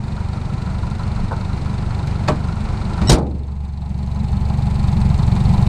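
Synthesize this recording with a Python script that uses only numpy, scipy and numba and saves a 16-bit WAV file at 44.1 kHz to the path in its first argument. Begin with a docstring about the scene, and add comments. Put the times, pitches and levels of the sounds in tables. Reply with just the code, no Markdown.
"""Hood slam over an idling engine

A garage, microphones inside the engine bay: four cylinders throb, injectors tick, belts whirr.
Someone sets something down, knocks the bodywork, then drops the hood: the latch squeals and snaps,
the panel booms. The gain control ducks at the slam and creeps back up on the boomier, closed bay."""
import sys
import numpy as np
from scipy import signal
from scipy.fft import rfft, irfft
from scipy.io import wavfile
from scipy.ndimage import uniform_filter1d
from numba import njit

SR = 44100
rng = np.random.default_rng(int(sys.argv[2]) if len(sys.argv) > 2 else 0)


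def generate_wav(signal):
    """Clip the signal to [-1, 1] and save it as 16-bit WAV at the path in sys.argv[1]."""
    frames = np.transpose(np.atleast_2d(signal))
    scaled = np.clip(frames, -1, 1) * 32767
    pcm = np.round(scaled).astype(np.int16)
    wavfile.write(sys.argv[1], SR, pcm)


N = 250488
T = np.arange(N) / SR
SHUT_S = 3.14  # the hood closes over the microphones


def undb(db):
    return 10 ** (np.asarray(db) / 20)


def unit_rms(x):
    return x / np.sqrt(np.mean(x ** 2))


def ramp(start_s, length_s):
    return np.clip((T - start_s) / length_s, 0, 1)


def mix_in(out, start_s, sound):
    i = int(start_s * SR)
    out[i:i + len(sound)] += sound[:N - i]


def wander(rate_hz):
    """Glides between random levels, rate_hz of them a second."""
    step = int(SR / rate_hz)
    return 0.58 * uniform_filter1d(rng.standard_normal(N)[np.arange(N) // step], step)


def noise(freq_hz, density_db):
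    """Noise with the given spectrum, falling away below the lowest point."""
    f = np.fft.rfftfreq(N, 1 / SR) + 1e-3
    gain = undb(np.interp(np.log(f), np.log(freq_hz), density_db)) * np.minimum(f / freq_hz[0], 1) ** 2
    return irfft(rfft(rng.standard_normal(N)) * gain, N) * np.sqrt(SR / 2)


def resonate(x, modes):
    """Parallel resonances, each applied twice for steep skirts."""
    out = 0
    for hz, width_hz, db in modes:
        b, a = signal.iirpeak(hz, hz / width_hz / 2, fs=SR)
        out = out + undb(db) * signal.lfilter(b, a, signal.lfilter(b, a, x))
    return out


def ring(modes):
    """One blow on decaying modes, each slightly detuned; unit level at the start."""
    t, out = T[:SR], 0
    for hz, db, t60 in modes:
        polarity = rng.choice([-1, 1])
        pitch_hz = hz * (1 + 0.0035 * rng.standard_normal())
        out = out + polarity * np.sin(2 * np.pi * pitch_hz * t) * undb(db - 60 * t / t60)
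    return out / np.sqrt(sum(undb(db) ** 2 for _, db, _ in modes) / 2)


def burst(points):
    """A blow on countless close modes: third-octave noise bands, each with its own decay."""
    hz, db, t60 = np.transpose(points)
    f, t = np.fft.rfftfreq(SR, 1 / SR), T[:SR]
    spectrum, out, power = rfft(rng.standard_normal(SR)), 0, 0
    for low in hz[0] / 2 * 2 ** (np.arange(3 * np.log2(4 * hz[-1] / hz[0])) / 3):
        high = low * 2 ** (1 / 3)
        log_centre = np.log(low * high) / 2
        band = irfft(spectrum * (f >= low) * (f < high), SR) * undb(np.interp(log_centre, np.log(hz), db))
        out = out + band * undb(-60 * t / np.interp(log_centre, np.log(hz), t60))
        power += band.var()
    return out / np.sqrt(power)


def strikes(times, level_db, scatter_db):
    """An impulse at each time, a little uneven in timing and strength."""
    hits = np.zeros(N)
    timing, strength = rng.standard_normal((len(times), 2)).T
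    at = np.clip((times + 0.00026 * timing) * SR, 0, N - 1).astype(int)
    hits[at] = undb(level_db + scatter_db * strength)
    return hits


def taps(hits, modes, rise_s, decay_s, grain):
    """Each hit becomes a cluster of tiny impacts that rings the modes and dies away in the bay."""
    t = T[:SR // 10]
    envelope = signal.fftconvolve(hits, (1 - np.exp(-t / rise_s)) * np.exp(-t / decay_s))[:N]
    impacts = rng.standard_normal(N) * np.exp(grain * np.clip(rng.standard_normal(N), -2, 2))
    return unit_rms(resonate(envelope * impacts, modes))


def microphone_hiss():
    """Each microphone's own faint hiss, weaker on the right."""
    return np.array([noise([9000, 12500, 15000], [-114, -109, -114]) * undb(db) for db in (0, -6)])


# Air pushed against the microphones by arms and hood: centre_s, pitch_hz, half_length_s, level_db
AIR_PUFFS = [(.9, 28, .05, -24), (1.24, 28, .05, -18), (1.9, 30, .06, -27), (3.03, 65, .02, -17),
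             (3.105, 130, .018, -5), (3.140, 52, .014, 11)]
def air_puffs():
    """Slow pressure swings, each only a few cycles long."""
    return sum(undb(db) * np.cos(2 * np.pi * hz * (T - s)) * np.exp(-((T - s) / half_length) ** 2)
               for s, hz, half_length, db in AIR_PUFFS)


# Rumble and whirr all round the microphones: freq_hz, open_density_db, shut_density_db
WHIRR_SPECTRUM = [(28, -48, -47), (58, -42.5, -40), (112, -47.5, -45), (207.2, -46.5, -38.5),
                  (265.5, -62.5, -66.5), (349, -61.5, -60.5), (534, -68, -68), (849, -63, -61),
                  (1480, -77, -78.5), (2340, -77, -76), (3250, -85.5, -84.5), (4330, -83.5, -83),
                  (5700, -90.5, -91), (8580, -92.5, -89.5), (10860, -108, -108), (14500, -124, -103)]
def whirr(phase, shut):
    """Belts, fan and block: a fluttering rush that swells slightly with each firing."""
    hz, open_db, shut_db = np.transpose(WHIRR_SPECTRUM)
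    rush = (1 - shut) * noise(hz, open_db) + shut * noise(hz, shut_db)
    return rush * undb(0.22 * np.cos(2 * np.pi * phase) + 1.7 * wander(60))


# Injectors and valves, close up: pitch_hz, width_hz, level_db
INJECTOR_MODES = [(2340, 720, 0), (3742, 140, 6.5), (3970, 160, 9.5), (4233, 200, 8), (4600, 220, -6.5),
                  (7130, 960, -12), (7850, 780, -10), (12000, 2200, -37)]
VALVE_MODES = [(4180, 1200, 6.6), (6230, 280, 9.7), (7500, 430, 5.4), (8100, 750, 3.8)]
def ticking(injector_hits, valve_hits, shut):
    """Small steel parts snap against their seats, louder under the shut hood."""
    injectors = taps(injector_hits, INJECTOR_MODES, rise_s=0.0022, decay_s=0.0088, grain=0.91)
    valves = taps(valve_hits, VALVE_MODES, rise_s=0.0016, decay_s=0.0044, grain=0.58)
    return injectors * undb(-48 + 3.1 * shut) + valves * undb(-61 + 6.2 * shut)


# The block from inside the bay, hood open and shut: pitch_hz, width_hz, level_db
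BLOCK_OPEN_MODES = [(794, 70, -10.5), (979, 56, 1.5), (1347, 107, -1)]
BLOCK_SHUT_MODES = [(699, 26, -5), (835, 87, -0.5), (986, 40, -1), (1262, 130, -10)]
def combustion_knock(hits, shut):
    """Each combustion is a blow that rings the block."""
    open_knock = taps(hits, BLOCK_OPEN_MODES, rise_s=0.0016, decay_s=0.037, grain=0.45) * undb(-41)
    shut_knock = taps(hits, BLOCK_SHUT_MODES, rise_s=0.0035, decay_s=0.029, grain=0.17) * undb(-37)
    return (1 - shut) * open_knock + shut * shut_knock


# The air intake nearby: pitch_hz, width_hz, level_db
INTAKE_MODES = [(170.4, 18, -1.1), (181.7, 36, -0.93)]
def intake(hits, shut):
    """Each gulp of air sets the intake resonating."""
    return unit_rms(resonate(hits, INTAKE_MODES)) * undb(-38 + 4.9 * shut)


# The cylinders in firing order, levels relative: tick_lead_s, tick_db, knock_db, valve_db, gulp_db
FIRING_ORDER = [(0.0041, -3, 4.5, -0.5, -4.5), (0.0069, -3, -4, -4, 1.5), (0.0046, -3.5, -1, -1, -3),
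                (0.0067, -2, -5.5, -11, -5)]
def clatter(phase, shut):
    """At each firing a valve taps, an injector ticks, the block knocks and the intake gulps."""
    firings = np.arange(1, int(phase[-1]) + 1)
    times = np.interp(firings, phase, T)
    lead_s, tick_db, knock_db, valve_db, gulp_db = np.array(FIRING_ORDER)[firings % len(FIRING_ORDER)].T
    injector_hits = strikes(times - lead_s, tick_db, scatter_db=0.7)
    valve_hits = strikes(times - 0.0135, valve_db, scatter_db=0.6)
    return (ticking(injector_hits, valve_hits, shut)
            + combustion_knock(strikes(times - 0.006, knock_db, scatter_db=1.5), shut)
            + intake(strikes(times - 0.006, gulp_db, scatter_db=1.5), shut))


# Harmonics of the firing rate in the bay, before the boom is added: multiple, open_db, shut_db
THROB_HARMONICS = [(1, -35, -23), (2, -39, -37), (3, -26.5, -22.5), (4, -27.5, -21), (5, -30, -19),
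                   (6, -31.5, -20), (7, -37, -26), (8, -44, -30)]
def throb(phase, shut, boom_multiple=3, boom_db=16.5, ebb_db_per_s=6):
    """One soft pressure pulse per firing; one harmonic booms as the bay closes, then ebbs."""
    out, strength = 0, undb(0.4 * wander(24))
    lift_db = (1 - shut) * -1.1 + shut * (boom_db - ebb_db_per_s * (T - SHUT_S))
    for multiple, open_db, shut_db in THROB_HARMONICS:
        db = open_db + shut * (shut_db - open_db) + 0.8 * wander(4)
        if multiple == boom_multiple:
            db = db + lift_db
        lag = 0.1812 * multiple ** 2  # the bay's resonances delay the upper harmonics
        out = out + undb(db) * np.cos(2 * np.pi * multiple * (phase + 0.1464) - lag)
    return np.sqrt(2) * out * strength


# The firing rate creeps up, then settles in two steps: start_s, length_s, change_hz
IDLE_DRIFT = [(1.6, 1.4, .28), (3.0, .48, -.825), (4.62, .32, -.65)]
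def engine(idle_hz=24.095, lowering_s=0.31, reflection_db=4):
    """Everything follows the crank; the hood changes colour and level as it shuts."""
    firing_hz = idle_hz + sum(change_hz * ramp(s, length_s) for s, length_s, change_hz in IDLE_DRIFT)
    phase = np.cumsum(firing_hz) / SR  # counts firings
    shut = np.clip((T - SHUT_S) / 0.069 + 0.5, 0, 1)  # 0 open, 1 shut
    # on its way down the hood reflects more and more whirr and clatter back
    open_db = -0.25 + reflection_db * ramp(SHUT_S - lowering_s, lowering_s)
    bay_db = (1 - shut) * open_db + shut * 3
    return throb(phase, shut) + undb(bay_db) * (whirr(phase, shut) + clatter(phase, shut))


# A hollow object near the bay: pitch_hz, level_db, t60_s
OBJECT_MODES = [(436, -1.5, 0.071), (557, 1, 0.067), (688, -0.5, 0.11), (834, -1, 0.079), (914, -1, 0.16),
                (1044, 3, 0.055), (1310, -12, 0.081), (1500, 0, 0.07)]
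# Its contacts: start_s, level_db
OBJECT_CONTACTS = [(1.311, -24), (1.318, -19.5), (1.331, -23)]
def object_set_down():
    """The hollow object lands and rocks once."""
    out = np.zeros(N)
    for start_s, level_db in OBJECT_CONTACTS:
        mix_in(out, start_s, undb(level_db) * ring(OBJECT_MODES))
    return out


# The bodywork around the microphones: pitch_hz, level_db, t60_s
BODY_MODES = [(142.6, 3.5, 0.12), (207, -14, 0.12), (269, 2, 0.097), (436, -8, 0.23), (608, 6.5, 0.1),
              (810, -1, 0.098), (926, -3, .18), (1130, -4, 0.1), (1310, -5.5, 0.077), (1510, -14, 0.13),
              (2310, -31, 0.14)]
# Its dull thud and sharp crack: freq_hz, density_db, t60_s
THUD_BANDS = [(100.2, -10, 0.2), (243, 14, 0.2), (500, -3, 0.29), (990, 4, 0.19), (1530, -14, 0.28),
              (2620, -15, 0.061), (6000, -52, .08)]
CRACK_BANDS = [(820, 4, 0.066), (2230, 6, 0.11), (2940, -4, 0.14), (4670, 2, 0.059), (5940, -8.5, .07),
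               (8540, -9.5, 0.12), (11000, -36, .06), (15000, -58, .05)]
# The blows: start_s, ring_db, thud_db, crack_db
BODY_BLOWS = [(2.072, -60, -53, -32.5), (2.278, -64, -43, -29.5), (2.283, -21, -20, -19.5),
              (2.286, -10.5, -17.5, -36), (2.294, -18.5, -19, -40), (3.016, -24.5, -22, -31)]
def bodywork_knocks():
    """Each blow gives a crack at the contact, a thud and a short ring."""
    out = np.zeros(N)
    for start_s, ring_db, thud_db, crack_db in BODY_BLOWS:
        panel = undb(ring_db) * ring(BODY_MODES) + undb(thud_db) * burst(THUD_BANDS)
        mix_in(out, start_s, panel + undb(crack_db) * burst(CRACK_BANDS))
    return out


# The latch spring at the edge of the bay: pitch_hz, level_db
SPRING_PARTIALS = [(1922, -15), (2955, -15), (3892, -9), (4081, -18), (5486, -3), (7924, -11)]
def latch_squeal(start_s=3.07, catch_s=3.10, slip_hz=100, growth_db_per_s=480):
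    """The striker sticks and slips along the spring, each slip louder, until the latch catches."""
    tone = sum(undb(db) * np.sin(2 * np.pi * np.cumsum(hz * (1 + 0.0054 * wander(400))) / SR)
               for hz, db in SPRING_PARTIALS)
    t = np.clip(T, start_s, catch_s)
    slips = np.sin(np.pi * slip_hz * (t - start_s)) ** 2
    return unit_rms(tone) * slips * undb(-12.5 - growth_db_per_s * (catch_s - t))


# The hood just overhead and the latch's steel hook: pitch_hz, level_db, t60_s
HOOD_MODES = [(154.6, -7, 0.86), (179, -5.5, 0.36), (232, -0.5, 0.4), (270, -21, 0.33), (331, -4.5, .45),
              (350, -3, 0.2), (417, -8, 0.59), (467.3, -3, 0.59), (550, -12, 0.44), (635, -10.5, 0.32),
              (705, -12, 0.29), (817, -8.5, 0.31), (872, -11, 0.26), (1270, -20, 0.18)]
HOOK_MODES = [(3740, -2, 0.15), (4940, -2, 0.13), (5490, -13, 0.14), (6070, -10, .05), (6800, -2, .09),
              (7320, -2, 0.069), (8600, 1, .06)]
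# Roar of the sheet metal and crash of the latch: freq_hz, density_db, t60_s
ROAR_BANDS = [(50.6, -14, 0.31), (158, 3, 0.58), (293, -5.5, 0.71), (500, -12.5, 0.71), (825, -10, .36),
              (1310, -17.5, 0.28), (2500, -39, .17), (4900, -50, .14)]
LATCH_BANDS = [(600, -23, 0.11), (2010, 0, 0.16), (3000, -2.5, 0.13), (4200, 1.5, 0.13), (6030, 4.5, 0.053),
               (7800, 1.5, 0.061), (9500, -4.5, 0.095), (11540, -19.5, 0.059), (15000, -24.5, .08)]
# The hood meets latch, buffers and frame: start_s, ring_db, roar_db, latch_db, rise_s
SLAM_CONTACTS = [(3.096, -12, -9, -7.5, 0.0014), (3.116, -11, -7.5, -5.5, 0.0048),
                 (3.127, -1, 3.5, -1, 0.0018), (3.140, -3, -1, -8, 0.0016), (3.182, -0.5, -10, -22, .002)]
def hood_slam(scatter_db=-17.5):
    """The latch crashes shut in several contacts while the sheet metal rings on."""
    out = np.zeros((2, N))
    for start_s, ring_db, roar_db, latch_db, rise_s in SLAM_CONTACTS:
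        panel = undb(ring_db) * ring(HOOD_MODES) + undb(roar_db) * burst(ROAR_BANDS)
        latch = burst(LATCH_BANDS) + undb(-12) * ring(HOOK_MODES)
        onset = undb(latch_db) * (1 - np.exp(-T[:SR] / rise_s))
        for channel in out:
            scattered = undb(scatter_db) * burst(LATCH_BANDS)  # reaches each microphone by its own path
            mix_in(channel, start_s, panel + onset * (latch + scattered))
    return out


def scene():
    """Two microphones in the bay hear nearly the same sound."""
    bay = engine() + bodywork_knocks() + object_set_down() + latch_squeal() + hood_slam() + air_puffs()
    fade = np.minimum(np.minimum(T, T[-1] - T) / 0.004, 1)
    return (bay + microphone_hiss()) * fade


@njit
def duck_db(over_db, start_db, attack_s, hold_s, release_s):
    """The gain control's cut: follows the overshoot quickly, waits, then relaxes."""
    out, cut_db, wait_s = np.empty(len(over_db)), start_db, 0.0
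    for i in range(len(over_db)):
        if over_db[i] > cut_db:
            cut_db += (over_db[i] - cut_db) / (attack_s * SR)
            wait_s = hold_s
        elif wait_s > 0:
            wait_s -= 1 / SR
        else:
            cut_db -= cut_db / (release_s * SR)
        out[i] = cut_db
    return out


def record(dry, ceiling_db=-6.5, top_hz=15200):
    """The recorder: gain control led by the left microphone, rounded peaks and a cut top."""
    level_db = 10 * np.log10(np.abs(uniform_filter1d(dry[0] ** 2, SR // 100)) + 1e-12)
    cut_db = duck_db(level_db - ceiling_db, start_db=3.0, attack_s=0.00047, hold_s=0.59, release_s=0.76)
    ducked = dry * undb(-cut_db)
    rounded = ducked / (1 + ducked ** 8) ** (1 / 8)
    return signal.sosfilt(signal.ellip(10, 0.2, 70, top_hz, fs=SR, output="sos"), rounded)


dry = scene()
out = record(dry)
generate_wav(out)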